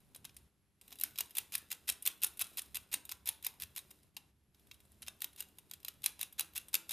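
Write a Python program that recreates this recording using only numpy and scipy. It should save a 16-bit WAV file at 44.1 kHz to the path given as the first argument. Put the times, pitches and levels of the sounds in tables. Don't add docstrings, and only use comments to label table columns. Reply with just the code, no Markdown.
import sys
import numpy as np
from scipy import signal
from scipy.fft import rfft, irfft, next_fast_len
from scipy.io import wavfile

SR = 44100
rng = np.random.default_rng(int(sys.argv[2]) if len(sys.argv) > 2 else 0)


def transcribe(u):
    v = np.clip(np.atleast_2d(u).T, -1, 1)
    q = np.round(v * 32767).astype(np.int16)
    wavfile.write(sys.argv[1], SR, q)


N = 305172

# drop in seconds, drop level in dB, ring of the drop in Hz, kick in ms before the drop, kick level in dB,
# unlocking in ms before the drop, unlocking level in dB, slide level in dB, frame against tooth in dB.
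BEATS = [(1.0361, -20, 12700, 24.4, -26, 37.5, -37.5, -56.5, -10.5),
         (1.2063, -24, 13700, 20.6, -26, 29, -41, -51, -3.5),
         (1.3827, -21, 14200, 14, -27, 31, -36.5, -48, -6.5),
         (1.5525, -23, 14300, 12.7, -32.5, 31, -38, -47, -4),
         (1.7261, -34.5, 13900, 10.4, -29, 22.3, -42, -47.5, -2.5),
         (1.8983, -23, 9450, 8.2, -23, 24.3, -45, -39.5, -4),
         (2.0738, -18.5, 13800, 11.2, -22.5, 20, -31, -42, -7),
         (2.2434, -19.5, 10300, 9, -20, 25.5, -36.5, -42, -8.5),
         (2.4192, -25.5, 10300, 6.2, -23.5, 25.8, -30, -42, -7.5),
         (2.5926, -33, 10100, 8, -31.5, 20.8, -31.5, -43.5, -6.5),
         (2.7687, -31.5, 13600, 13.9, -30, 23.4, -33, -46, -6),
         (2.9402, -22, 9050, 12, -31, 25, -46, -44, -3.5),
         (3.1202, -33.5, 13100, 5, -35, 28, -35.5, -58, -2.5),
         (3.2887, -21.5, 10460, 15.3, -27, 31.3, -37, -45.5, -7.5),
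         (3.4652, -23.5, 12900, 19, -31, 39, -43.5, -51, -6.5),
         (3.634, -38.5, 13100, 13, -32, 34.5, -40, -50, -5),
         (3.7791, -34.5, 10300, 8, -38.5, 17, -33.5, -49, -6),
         (5.0816, -35.5, 10800, 8.5, -46, 17, -51, -57.5, 2.5),
         (5.243, -28.5, 14000, 24, -28.5, 38, -47, -57.5, -4),
         (5.4049, -29, 14000, 10, -44.5, 43.8, -47.5, -54.5, -6.5),
         (5.736, -39, 14200, 23.8, -37.5, 25, -60, -71, -2),
         (5.8827, -31.5, 12600, 34.9, -34.5, 52, -53, -63.5, -2.5),
         (6.0609, -18.5, 11400, 20.3, -28, 41, -51, -51.5, -5),
         (6.2295, -28.5, 11000, 17, -27.5, 37, -40.5, -53, -3.5),
         (6.4076, -27, 10700, 13, -22, 27, -50, -43.5, -5),
         (6.578, -28, 12100, 15, -32.5, 27, -46, -44, -6),
         (6.7525, -22, 12100, 10.7, -19.5, 22, -42, -44.5, -2.5),
         (6.9171, -33.5, 9900, 8.7, -30, 24.7, -34, -49.5, -2.5)]
# time in seconds, level in dB, frame against tooth in dB.
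GEAR_CLICKS = [(0.1476, -42.5, -5), (0.1608, -41.5, -9), (0.2447, -48.5, -2), (0.2503, -37.5, -3),
               (0.2935, -60, 6.5), (0.3661, -41.5, -8), (0.8126, -47, -7), (0.9064, -51, -4),
               (0.9189, -50.5, 2), (0.9258, -41, -3), (0.987, -43.5, -5), (1.1575, -46.5, 1.5),
               (1.308, -45, -8), (1.5796, -34, -15), (1.9214, -35.5, -10), (2.0238, -33.5, -18),
               (2.2668, -31.5, -17), (2.3719, -41.5, -12), (2.4427, -41, -6), (2.6185, -37, -14),
               (3.052, -39.5, -11.5), (3.7898, -38.5, -4.5), (3.9097, -45, -6), (4.1666, -36.5, 0),
               (4.546, -63, 1), (4.7127, -47, 5), (4.7424, -53.5, -5), (4.803, -56, -4),
               (4.9186, -54.5, -16), (5.02, -40, -8), (5.0272, -42.5, -0.5), (5.4231, -42.5, -3.5),
               (5.585, -42.5, -7), (6.3255, -43.5, -12), (6.6839, -43, -10.5)]
# time in seconds, level in dB.
GRIP = [(0, -75.5), (.42, -73.5), (.6, -98), (.78, -100), (.84, -64.5), (.95, -62.5), (1.3, -65.5),
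        (2.3, -70.5), (2.5, -57), (2.75, -67.5), (3.2, -75.5), (3.92, -65.5), (4.1, -80), (4.5, -91),
        (4.55, -75), (5.45, -69), (5.6, -73.5), (6.92, -67.5)]
# start in seconds, level in dB.
FRAME_THUNKS = [(0.158, -56.5), (0.248, -54), (.922, -54.5), (1.205, -47.5), (3.909, -63), (5.083, -57.5)]
# frequency in Hz, 60 dB decay time in seconds, relative level in dB.
FRAME_MODES = [(995, 0.0072, -14.5), (1492, 0.047, -16.5), (2140, 0.021, -27), (2530, 0.02, -14),
               (2794, 0.033, 1.5), (3347, 0.018, 0.5), (3726, 0.013, 0), (3856, 0.038, 4.5),
               (4300, .016, -28.5), (4890, 0.02, -2.5), (5190, 0.0073, -9.5), (6554, 0.0041, -8)]
# frequency in Hz, relative level in dB.
FRAME_COLOUR = [(40, -42.5), (150, -25.5), (500, -16.5), (950, -7.5), (1600, -3.5), (2700, 4.5), (3800, 2),
                (4500, 0.5), (6600, -0.5), (7600, -14)]
# frequency in Hz, relative level in dB.
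TOOTH_COLOUR = [(5500, -40.5), (7100, -12), (8400, -0.5), (9700, 2.5), (11000, 2), (13000, 2.5),
                (14400, -1.5)]
# frequency in Hz, relative level in dB.
BUMP_COLOUR = [(25, -11), (80, -6), (160, -1.5), (350, -5.5), (700, -8), (1500, -19), (4000, -57)]
# frequency in Hz, level in dB.
ROOM_COLOUR = [(60, 9.5), (150, 11), (320, 14.5), (600, 3.5), (1400, 4.5), (2200, -5), (3800, -5),
               (4600, -8.5), (7000, -4), (9700, -5), (11500, -7.5), (14500, -9)]
# frequency in Hz, level in dB.
SIDE_COLOUR = [(200, -15), (600, -2), (1200, -9.5), (2200, -24), (4500, -12), (8000, -9), (14000, -12)]
# frequency in Hz, relative level per Hz in dB.
AIR_COLOUR = [(20, -18.5), (45, -13), (70, 2.5), (95, -5.5), (130, -5.5), (200, -9.5), (300, -16.5),
              (470, -23), (820, -25), (2700, -28), (6200, -33.5), (10000, -32), (12500, -35.5),
              (14500, -53)]
# frequency in Hz, rms level in dB.
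HUM_LINES = [(66, -84.5), (100, -88), (200, -84.5), (300, -89), (400, -87.5)]

UNLOCK_MS, KICK_MS, DROP_MS, CLICK_MS = 2.4, 3.6, 2.8, 2.2
WHEEL_HZ, GEAR_HZ = 13800, 10800
AIR_DB = -70.5
TOP_HZ = 14650


def escapement():
    s, drop_db, drop_hz, kick_ms, kick_db, unlock_ms, unlock_db, _, knock_db = np.transpose(BEATS)
    unlocks = np.column_stack([s - unlock_ms / 1000, unlock_db, knock_db])
    kicks = np.column_stack([s - kick_ms / 1000, kick_db, knock_db])
    drops = np.column_stack([s, drop_db, knock_db])
    return np.vstack([
        contacts(unlocks, WHEEL_HZ, UNLOCK_MS),
        contacts(kicks, WHEEL_HZ, KICK_MS),
        contacts(drops, drop_hz, DROP_MS, detune=0.01)])


def contacts(hits, ring_hz, contact_ms, detune=0.088, uneven=0.19, ordinary_db=-30, halving_db=70):
    s, db, knock_db = np.transpose(hits)
    pitch, length = np.clip(rng.standard_normal((len(s), 2)), -2, 2).T
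    crispness = 2 ** ((ordinary_db - db) / halving_db)
    chatter_ms = contact_ms * np.exp(uneven * length) * crispness
    return np.column_stack([s, db + knock_db, db, ring_hz * np.exp(detune * pitch), chatter_ms])


def impacts(table, rise_s, settle_t60, rattle_db, rattle_t60, frame_db, tooth_db, uneven_db=3):
    out, t = np.zeros(N), np.arange(2048) / SR
    for s, low_db, high_db, hz, contact_ms in table:
        after = np.maximum(t - contact_ms / 1000 / 2, 0)
        decay = fade(after, settle_t60) + undb(rattle_db) * fade(after, rattle_t60)
        press = np.minimum(t / rise_s, 1) * decay
        chatter = np.repeat(rng.standard_normal(128), 16)
        force = press * undb(uneven_db * chatter) * rng.standard_normal(len(t))
        knock = blow(frame(force), low_db + frame_db)
        snap = blow(tooth(force, hz), high_db + tooth_db)
        add(out, s - rise_s / 2, knock + snap)
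    return out


def frame(force, ring_db=7, detune=0.029, place_db=4.5):
    chance = rng.standard_normal((len(FRAME_MODES), 2))
    ring = 0
    for (hz, t60, db), (shift, weight) in zip(FRAME_MODES, chance):
        width_hz = np.log(1000) / np.pi / t60
        mode = resonate(force, hz * (1 + detune * shift), width_hz)
        ring = ring + undb(db + place_db * weight) * mode
    return colour(force, FRAME_COLOUR) + undb(ring_db) * ring


def tooth(force, hz, ring_db=4, width_hz=900):
    ring = resonate(force, hz, width_hz)
    return colour(force + undb(ring_db) * ring, TOOTH_COLOUR)


def slides(edge_s=0.0034, ridge_s=0.0014, ridge_db=3, overrun_s=0.0066, swell_db=6,
           longest_s=0.0308, pause_s=0.0018):
    pressure, t = np.zeros(N), np.arange(N) / SR
    for s, *_, unlock_ms, _, db, _ in BEATS:
        start = s - min(unlock_ms / 1000 - pause_s, longest_s)
        end = s + overrun_s
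        span = np.arange(start, end, 1 / SR)
        swell = swell_db * np.linspace(-.5, .5, len(span))
        edges = np.clip(np.minimum(span - start, end - span) / edge_s, 0, 1)
        add(pressure, start, undb(db + swell) * edges)
    ridges = np.clip(rng.standard_normal(N), -2, 2)[(t / ridge_s).astype(int)]
    force = pressure * unit(undb(ridge_db * ridges)) * grains(N, per_s=5000, spread_db=1.0)
    dull = unit(frame(force, place_db=-2))
    bright = unit(tooth(force, 10000, ring_db=-3.5, width_hz=2300))
    return np.std(force) * (undb(-1.5) * dull + bright)


def grains(count, per_s, spread_db):
    chance, size, sign = rng.random(count), rng.exponential(size=count), rng.standard_normal(count)
    slips = (chance < per_s / SR) * np.sign(sign) * undb(spread_db * np.minimum(size, 4))
    return unit(slips + 1e-9)


def loose_gears(count=60, above_grip_db=13, spread_db=4, knock_db=-7, faint_ms=0.9):
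    place, size = rng.random((count, 2)).T
    s = (np.arange(count) + place) / count * N / SR
    faint_db = grip(s) + above_grip_db + spread_db * (2 * size - 1)
    faint = np.column_stack([s, faint_db, np.full(count, knock_db)])
    return np.vstack([
        contacts(GEAR_CLICKS, GEAR_HZ, CLICK_MS, detune=0.15),
        contacts(faint, GEAR_HZ, faint_ms, detune=0.11)])


def grip(s):
    return np.interp(s, *np.transpose(GRIP))


def fingers(rub_db=-5.5, bump_db=-80, bump_share=0.45):
    grip_db = grip(np.arange(N) / SR)
    force = undb(grip_db) * grains(N, per_s=2400, spread_db=3.5)
    dull = unit(frame(force, place_db=0.0))
    bright = unit(tooth(force, 9600, ring_db=-17.5, width_hz=290))
    rub = undb(rub_db) * np.std(force) * (undb(-6) * dull + bright)
    bump_force = undb(bump_share * grip_db) * grains(N, per_s=120, spread_db=2.5)
    bumps = colour(bump_force, BUMP_COLOUR)
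    return rub + undb(bump_db) * unit(bumps)


def thunks(hz=750, width_hz=800, push_t60=0.025):
    out, t = np.zeros(N), np.arange(2048) / SR
    for s, db in FRAME_THUNKS:
        force = fade(t, push_t60) * rng.standard_normal(len(t))
        bend = resonate(resonate(force, hz, width_hz), hz, width_hz)
        add(out, s, blow(bend, db))
    return out


def shiver(toy, t60=0.18, frame_db=-1):
    keep = fade(1 / SR, t60) ** 2
    energy = signal.lfilter([1 - keep], [1, -keep], toy ** 2)
    force = np.sqrt(energy) * grains(N, per_s=2000, spread_db=2.0)
    dull = unit(frame(force, ring_db=-12.5, place_db=-2.5))
    bright = unit(tooth(force, 9750, ring_db=1.5, width_hz=700))
    return np.std(force) * (undb(frame_db) * dull + bright)


def room(x, count=24):
    out, hop = np.zeros(N), N // count + 1
    for start in range(0, N, hop):
        add(out, start / SR, signal.fftconvolve(x[start:start + hop], echoes()))
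    return colour(out, ROOM_COLOUR)


def echoes(low_t60=0.43, high_t60=0.26, build_s=0.0021, near_db=-3, near_t60=0.065):
    t = np.arange(SR // 2) / SR
    low, high, near = rng.standard_normal((3, len(t)))
    low = signal.sosfilt(signal.butter(2, 4500, fs=SR, output="sos"), low)
    high = signal.sosfilt(signal.butter(2, 4500, "high", fs=SR, output="sos"), high)
    tail = low * fade(t, low_t60) + high * fade(t, high_t60) + undb(near_db) * near * fade(t, near_t60)
    tail = tail * (1 - np.exp(-(t / build_s) ** 2))
    return tail / np.sqrt(np.sum(tail ** 2))


def air(whine_hz=11250, whine_width_hz=260, whine_db=-85, lumps_db=3.5, lumps_per_s=14):
    noise = undb(AIR_DB) * unit(colour(rng.standard_normal(N), AIR_COLOUR))
    rumble = signal.sosfiltfilt(signal.butter(2, 350, fs=SR, output="sos"), noise)
    hiss = noise - rumble
    lumps = np.interp(np.arange(N) / SR * lumps_per_s, np.arange(400), rng.standard_normal(400))
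    whine = resonate(rng.standard_normal(N), whine_hz, whine_width_hz)
    whine = resonate(whine, whine_hz, whine_width_hz)
    return hiss + rumble * unit(undb(lumps_db * lumps)) + undb(whine_db) * unit(whine)


def hum(wander_hz=1.2):
    t, knots = np.arange(N) / SR, np.linspace(0, N / SR, 40)
    out = 0
    for hz, db in HUM_LINES:
        drift = wander_hz * np.interp(t, knots, rng.standard_normal(len(knots)))
        phase = 2 * np.pi * np.cumsum(hz + drift) / SR
        out = out + np.sqrt(2) * undb(db) * np.sin(phase)
    return out


def undb(db):
    return 10 ** (np.asarray(db) / 20)


def unit(x):
    return x / np.sqrt(np.mean(x ** 2))


def blow(x, db):
    return x * undb(db) / np.sqrt(np.sum(x ** 2) * 1000 / SR)


def fade(t, t60):
    return np.exp(-np.log(1000) * t / t60)


def resonate(x, hz, width_hz):
    return signal.lfilter(*signal.iirpeak(min(hz, .45 * SR), hz / width_hz, fs=SR), x)


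def colour(x, points):
    size = next_fast_len(len(x) + 2048, real=True) * 2
    hz, db = np.transpose(points)
    freq = np.maximum(np.arange(size // 2 + 1) * SR / size, 1)
    gain = undb(np.interp(np.log(freq), np.log(hz), db))
    cepstrum = irfft(np.log(gain))
    cepstrum[1:size // 2] *= 2
    cepstrum[size // 2 + 1:] = 0
    return irfft(rfft(x, size) * np.exp(rfft(cepstrum)))[:len(x)]


def add(track, s, sound):
    start = max(int(s * SR), 0)
    track[start:start + len(sound)] += sound[:max(len(track) - start, 0)]


def scene():
    beats = impacts(escapement(), rise_s=.0005, settle_t60=0.017, rattle_db=-20.5, rattle_t60=0.028,
                    frame_db=-1.0, tooth_db=1.35)
    clicks = impacts(loose_gears(), rise_s=0.00044, settle_t60=0.021, rattle_db=-12, rattle_t60=0.061,
                     frame_db=0.5, tooth_db=0.3)
    toy = beats + clicks + slides() + fingers() + thunks()
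    toy = toy + undb(-19.0) * shiver(toy)
    mid = toy + undb(-12) * room(toy) + air() + hum()
    side = undb(-14.0) * colour(room(toy), SIDE_COLOUR) + undb(-8.5) * air()
    return np.array([mid + side, mid - side])


def expander(x, threshold_db=-76, slope=3.5, depth_db=6, release_s=0.015):
    heard = signal.sosfilt(signal.butter(2, 1500, "high", fs=SR, output="sos"), x.mean(axis=0))
    keep = np.exp(-1 / (release_s * SR))
    power = signal.lfilter([1 - keep], [1, -keep], heard ** 2)
    level_db = 10 * np.log10(power + 1e-12)
    cut_db = np.clip(slope * (threshold_db - level_db), 0, depth_db)
    return x * undb(-cut_db)


def record(dry):
    low_pass = signal.ellip(8, .2, 70, TOP_HZ, fs=SR, output="sos")
    return signal.sosfilt(low_pass, expander(dry))


dry = scene()
out = record(dry)
transcribe(out)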